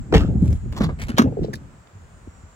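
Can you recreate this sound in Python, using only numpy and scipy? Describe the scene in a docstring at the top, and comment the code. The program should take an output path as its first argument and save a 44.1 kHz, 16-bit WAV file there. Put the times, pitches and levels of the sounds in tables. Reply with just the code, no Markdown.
"""On an open lot a car door slams close to a handheld camera; a hand works the next door's handle, its latch
lets go with a clack and the door swings to its stop. Blows are sagging hollow modes; clatter is gritty noise
shaped by the colour of metal. Air stirred by the doors and the moving camera buffets the microphone as lumpy
low noise; far traffic, a smooth filtered wash, and insects, thin wavering tones, lie beneath."""
import sys
import numpy as np
from scipy.fft import rfft, irfft, next_fast_len
from scipy.io import wavfile
from scipy.ndimage import map_coordinates

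SR = 44100
rng = np.random.default_rng(int(sys.argv[2]) if len(sys.argv) > 2 else 0)


def put_to_file(sound):
    """Save the sound as 16-bit audio at rate SR, in the file named by the first command-line argument."""
    columns = np.atleast_2d(sound).T  # one column per channel
    safe = np.clip(columns, -1, 1)
    whole_steps = np.round(safe * 32767)
    wavfile.write(sys.argv[1], SR, whole_steps.astype(np.int16))


N = 112454  # samples in the scene

# Lead of the left microphone port over the right as the camera turns: time_s, lead_ms
PORT_LEAD = [(.3, -0.13), (.8, 0.1676), (1.5, 0.467)]


def amp(db):
    """Linear gain of a level in dB."""
    return 10 ** (np.asarray(db) / 20)


def unit(x):
    """The signal scaled to rms 1."""
    return x / np.sqrt(np.mean(x ** 2) + 1e-20)


def along(points, hz):
    """Read a curve of (Hz, value) points on a log frequency axis."""
    f, v = np.transpose(points)
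    return np.interp(np.log(hz + 1), np.log(f + 1), v)


def over_time(points, seconds):
    """Read a curve of (s, value) points on a linear time axis."""
    return np.interp(seconds, *np.transpose(points))


def random_curve(places):
    """A smooth random curve with one random knot at each whole number, read at rising places from 0."""
    knots = rng.standard_normal(int(len(places) * places[1]) + 4)
    return map_coordinates(knots, [places])


def wobble(rate):
    """A smooth random curve as long as the scene, with rate knots a second."""
    return random_curve(np.arange(N) * rate / SR)


def filtered(x, response):
    """Filter x by a complex response of frequency, with room for the tail."""
    m = next_fast_len(x.shape[-1] + 8192)
    spectrum = rfft(x, m) * response(np.fft.rfftfreq(m, 1 / SR))
    return irfft(spectrum, m)[..., :x.shape[-1]]


def pair(mid, side, apart_db):
    """Left and right ports from a shared part and an opposed part."""
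    opposed = amp(apart_db) * side
    return np.array([mid + opposed, mid - opposed])


def thuds():
    """Each blow swells in a hollow mode and a faster-dying upper one, sags in pitch and dies."""
    # Hollow thuds of door panel, body and the handled camera, and low puffs of air on the microphone: #
    # start_s, level_db (main mode), pitch_hz (once settled), rise_s, t60_s
    blows = [(0.127, -6, 321, 0.0038, 0.021), (0.14, -9.5, 440.4, 0.0097, 0.093),
             (.156, -3, 55.8, 0.0037, 0.19), (0.248, -12.5, 166, 0.0011, 0.03),
             (.349, -17, 194, 0.0055, 0.16), (0.477, -10.5, 101, 0.012, 0.053),
             (0.521, -11.5, 129, 0.0087, 0.021), (.421, -5.5, 169.3, 0.0073, 0.083),
             (.655, -35, 334, 0.012, 0.04), (0.808, -8.5, 206, 0.0012, 0.055),
             (0.836, -15, 158.9, 0.0018, 0.25), (1.09, -18, 226.6, 0.014, 0.062),
             (1.142, -13.5, 114, 0.0037, 0.031), (1.19, -1, 223.8, 0.011, 0.032),
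             (1.2077, -9.5, 228.6, 0.0129, 0.0082), (1.272, -15, 171, 0.0031, 0.035),
             (1.42, -19.5, 302, 0.0042, 0.044), (1.238, -11.5, 257.6, 0.0098, 0.14),
             (1.322, -25, 428, 0.0052, 0.033), (1.369, -18, 411, 0.005, 0.068),
             (1.388, -18, 368, 0.005, 0.027), (1.444, -18, 415, 0.0029, 0.034),
             (1.482, -24.5, 409, 0.004, 0.082), (1.954, -33, 89.6, 0.0027, 0.16),
             (2.28, -29, 76, 0.0033, 0.079), (2.274, -26.5, 244, 0.0029, 0.009),
             (2.436, -31, 80.4, 0.0032, 0.12)]
    sag, sag_s = 0.36, 0.0039  # share by which the pitch starts sharp, time constant of its fall
    upper_ratio, upper_db = 1.608, -12.5  # upper mode against the main one
    out = np.zeros((2, N + SR))
    t = np.arange(SR // 2) / SR
    sagging_phase = 2 * np.pi * (t + sag * sag_s * (1 - np.exp(-t / sag_s)))
    for s, db, hz, rise, t60 in blows:
        swell = np.sin(np.pi / 2 * np.clip(t / rise, 0, 1))
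        fall = amp(-60 * np.maximum(t - rise, 0) / t60)
        main = np.sin(hz * sagging_phase)
        upper = amp(upper_db) * fall * np.sin(upper_ratio * hz * sagging_phase)
        blow = amp(db) * swell * fall * (main + upper)
        half_lead_s = over_time(PORT_LEAD, s) / 2000  # ms to s, halved
        for port, at in zip(out, (s - half_lead_s, s + half_lead_s)):
            port[round(at * SR):][:len(t)] += blow
    return out[:, :N]


def clatter():
    """Dense small contacts rise, hold and decay, each burst ringing one part; sharp clicks stand on top."""
    # Latch, handle and seal bursts, levels before grit and envelope:
    # start_s, level_db, rise_s, hold_s, t60_s, tilt_db_per_octave, ring_hz
    bursts = [(0.1238, -25, 0.00092, 0.0041, 0.19, -4, 1300),
              (0.1391, -14.5, 0.00079, 0.0094, 0.11, -5.5, 2050),
              (0.139, -23, 0.00066, 0.0097, 0.09, -0.5, 3540),
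              (0.165, -28.5, 0.0014, 0.0022, 0.23, -0.5, 3040), (0.204, -38, 0.0045, 0.021, 0.19, -2, 1360),
              (0.378, -54.5, .07, .1, 0.27, 1, 7670), (0.723, -40.5, 0.0019, .003, 0.19, -0.5, 1000),
              (0.762, -36, 0.004, 0.018, 0.12, 0, 1000), (0.804, -25.5, 0.0046, 0.0031, 0.2, -3.5, 1235),
              (0.814, -31, 0.024, 0.015, 0.058, -3.5, 4500), (0.887, -32.5, 0.0027, 0.0024, .13, -6, 1300),
              (0.985, -38, 0.011, 0.012, 0.051, -0.5, 2060), (1.012, -38, 0.0022, 0.02, 0.1, 0.5, 2090),
              (1.085, -40, .004, 0.021, 0.23, -1.5, 1560), (1.166, -22.5, 0.022, 0.0017, 0.074, -1.5, 3780),
              (1.1824, -13.5, 0.00035, 0.0074, 0.11, -1, 1273),
              (1.4303, -45, 0.0013, 0.008, 0.14, -1, 4030),
              (1.531, -34.5, 0.0017, 0.008, 0.035, -1.5, 1680),
              (1.53, -44.5, 0.005, 0.022, 0.061, 4.5, 4540), (1.245, -31.5, 0.0039, 0.03, .16, -10.5, 556),
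              (1.8724, -47.5, .0003, .0005, 0.018, -3, 3000), ]
    # Single sharp clicks of the latch parts, levels before grit and decay: start_s, level_db
    clicks = [(0.479, -46), (.529, -46), (.727, -43.5), (0.777, -34), (0.804, -38.5), (0.8379, -29),
              (.9995, -37.5), (1.018, -32.5), (1.0249, -34.5), (1.034, -34), (1.068, -36), (1.084, -32.5),
              (1.092, -35), (1.098, -30), (1.1823, -11.5), (1.2232, -29.5), (1.535, -40)]
    # Relative colour of the metal parts: freq_hz, density_db_per_hz
    metal_colour = [(290, -18.5), (500, -2), (1320, -10), (1790, -9.5), (3650, -14), (7980, -20),
                    (9220, -38), (10700, -20), (12500, -29), (13600, -36), (15000, -29.5), (16000, -28.5)]
    pivot_hz = 2000  # the brightness tilt turns about this
    peak_db, peak_width = 9, .25  # strength of the ringing part, width as a share of its pitch
    click_t60_s, click_tilt_db = 0.025, 1  # tilt per octave

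    def metal(f, tilt_db):
        octaves = np.log2(np.maximum(f, metal_colour[0][0]) / pivot_hz)
        return amp(along(metal_colour, f) + tilt_db * octaves)

    def ring(f, hz):
        damping = 1j * f * peak_width * hz
        return 1 + amp(peak_db) * damping / (hz * hz - f * f + damping)

    out, t = 0, np.arange(SR // 2) / SR
    for s, db, rise, hold, t60, tilt_db, hz in bursts:
        decay = amp(-60 * np.maximum(t - rise - hold, 0) / t60)
        shape = np.clip(t / rise, 0, 1) * decay
        out = out + contact(s, db, shape, lambda f: metal(f, tilt_db) * ring(f, hz))
    click_shape = amp(-60 * t[:SR // 20] / click_t60_s)
    for s, db in clicks:
        out = out + contact(s, db, click_shape, lambda f: metal(f, click_tilt_db))
    return out


def contact(s, db, shape, colour):
    """One burst of gritty noise with its own uneven resonances, reaching the ports with the camera's lead."""
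    margin = 512  # samples of room before the burst
    grit_db, grit_per_s = 4, 450  # random level changes within the burst
    uneven_db, uneven_hz = 2.8, 200  # random bumps of the spectrum and their spacing
    apart_db = -8  # opposed part between the ports
    shape = np.pad(shape, (margin, 0))
    grit = amp(grit_db * random_curve(np.arange(len(shape)) * grit_per_s / SR))
    noise = rng.standard_normal((2, len(shape))) * grit
    lead_s = over_time(PORT_LEAD, s) / 1000
    bumps = rng.standard_normal(int(SR / 2 / uneven_hz) + 4)

    def ports(f):
        uneven = amp(uneven_db * map_coordinates(bumps, [f / uneven_hz]))
        shift = np.exp(1j * np.pi * np.outer([lead_s, -lead_s], f))  # half the lead on each port
        return colour(f) * uneven * shift

    gain = amp(db) / np.std(filtered(noise, colour))
    burst = gain * filtered(pair(*shape * noise, apart_db), ports)
    return np.pad(burst, ((0, 0), (round(s * SR) - margin, N)))[:, :N]


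def air():
    """Lumpy turbulence at the microphone ports, low rumble and upper flutter, nearly the same on both."""
    # Low rumble and upper flutter of the air, levels before the lumps: time_s, level_db
    rumble_level, flutter_level = [(0, -21.5), (0.058, -45.5), (.16, -16), (.36, -22.5), (0.449, -15.5),
                                   (.55, -19.5), (.6, -34), (.66, -18.5), (.74, -35.5), (.86, -22),
                                   (0.959, -34), (1.03, -30), (1.2, -39), (1.279, -21), (1.36, -52.5),
                                   (1.409, -22.5), (1.519, -59), (1.56, -38.5), (1.91, -60), (2, -45.5),
                                   (2.55, -54)], [(0, -49.5), (0.109, -34), (0.152, -9.5), (0.231, -25),
                                                (.45, -28), (.55, -30), (.59, -57.5), (.66, -42),
                                                (.72, -43.5), (0.829, -23), (.96, -45.5), (1.165, -33.5),
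                                                (1.25, -23.5), (1.36, -36), (1.41, -26), (1.52, -35),
                                                (1.74, -57), (2.55, -57.5)]
    # Relative colour of each: freq_hz, density_db_per_hz
    rumble_colour, flutter_colour = [(13, -37), (22, -6.5), (70, 3), (146, -7), (200, -14), (260, -19.5),
                                     (440, -120)], [(71, -10), (120, 0.5), (216, -4), (286, -8.5),
                                                     (339, -11), (931, -38), (1000, -53), (2200, -120)]
    lump_db, lumps_per_s = 2.5, 40  # uneven puffs
    apart_db = -9  # what differs between the ports
    t, out = np.arange(N) / SR, 0
    for colour, level in ((rumble_colour, rumble_level), (flutter_colour, flutter_level)):
        lumps_db = lump_db * wobble(lumps_per_s)
        puffs = rng.standard_normal((2, N)) * amp(lumps_db + over_time(level, t))
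        gain = lambda hz: amp(along(colour, hz))
        norm = np.std(filtered(rng.standard_normal(N), gain))
        out = out + pair(*filtered(puffs, gain) / norm, apart_db)
    return out


def traffic():
    """Far traffic as a smooth wash of steady noise, less alike at the two ports as frequency rises."""
    # Relative colour of the far traffic: freq_hz, density_db_per_hz
    wash_colour = [(100, -33), (415, -10), (583, -10), (1100, -11.5), (1390, -11), (1720, -15.5),
                   (3780, -27.5), (8280, -31.5), (9340, -40.5), (11600, -35.5), (13500, -54.5),
                   (15300, -38.5)]
    # Likeness of left and right: freq_hz, correlation
    alike = [(100, 0.79), (900, 0.063)]
    wash_db = -55  # rms over both ports

    def mid_and_side(hz):
        turn = np.arccos(np.clip(along(alike, hz), -1, 1)) / 2
        gain = amp(along(wash_colour, hz)) * (hz > 250)
        return gain * [np.cos(turn), np.sin(turn)]

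    mid, side = filtered(rng.standard_normal((2, N)), mid_and_side)
    return amp(wash_db) * unit(pair(mid, side, 0))


def insects():
    """Many thin tones, each swelling and wavering by itself at each port."""
    # Level of a chorus tone before its own swelling: time_s, level_db
    tone_level = [(0, -77), (.6, -77.5), (1.3, -82), (2.5, -77)]
    # Single insects: pitch_hz, level_db (over a chorus tone)
    soloists = [(5640, -1), (7590, 7)]
    voices_n, centre_hz, spread_hz = 22, 7400, 600  # the chorus
    waver_db, waver_rad = 5, 1.6  # depth of swelling and of phase wander
    t = np.arange(N) / SR
    pitches = np.clip(rng.normal(centre_hz, spread_hz, voices_n), 6450, 8600)
    voices = [(hz, 0) for hz in pitches] + list(soloists)
    tones = np.zeros((2, N))
    for port in tones:
        for hz, db in voices:
            swelling = amp(db + waver_db * wobble(5.04))
            port += swelling * np.sin(2 * np.pi * hz * t + waver_rad * wobble(5.3))
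    return amp(over_time(tone_level, t)) * tones


def scene():
    """Doors, stirred air and the far lot together at the two microphone ports."""
    return thuds() + clatter() + air() + traffic() + insects()


def record(dry):
    """The camera's input loses the lowest bass, rounds off the peaks and keeps nothing above its band limit."""
    low_hz, top_hz = 25, 16300  # corner of the bass loss, band limit
    ceiling = .97  # full scale is 1
    band = lambda hz: (hz < top_hz) * (1j * hz / (low_hz + 1j * hz)) ** 2
    heard = filtered(dry, band)
    rounded = heard / (1 + abs(heard / ceiling) ** 6) ** (1 / 6)
    return filtered(rounded, lambda hz: hz < top_hz)


dry = scene()
out = record(dry)
put_to_file(out)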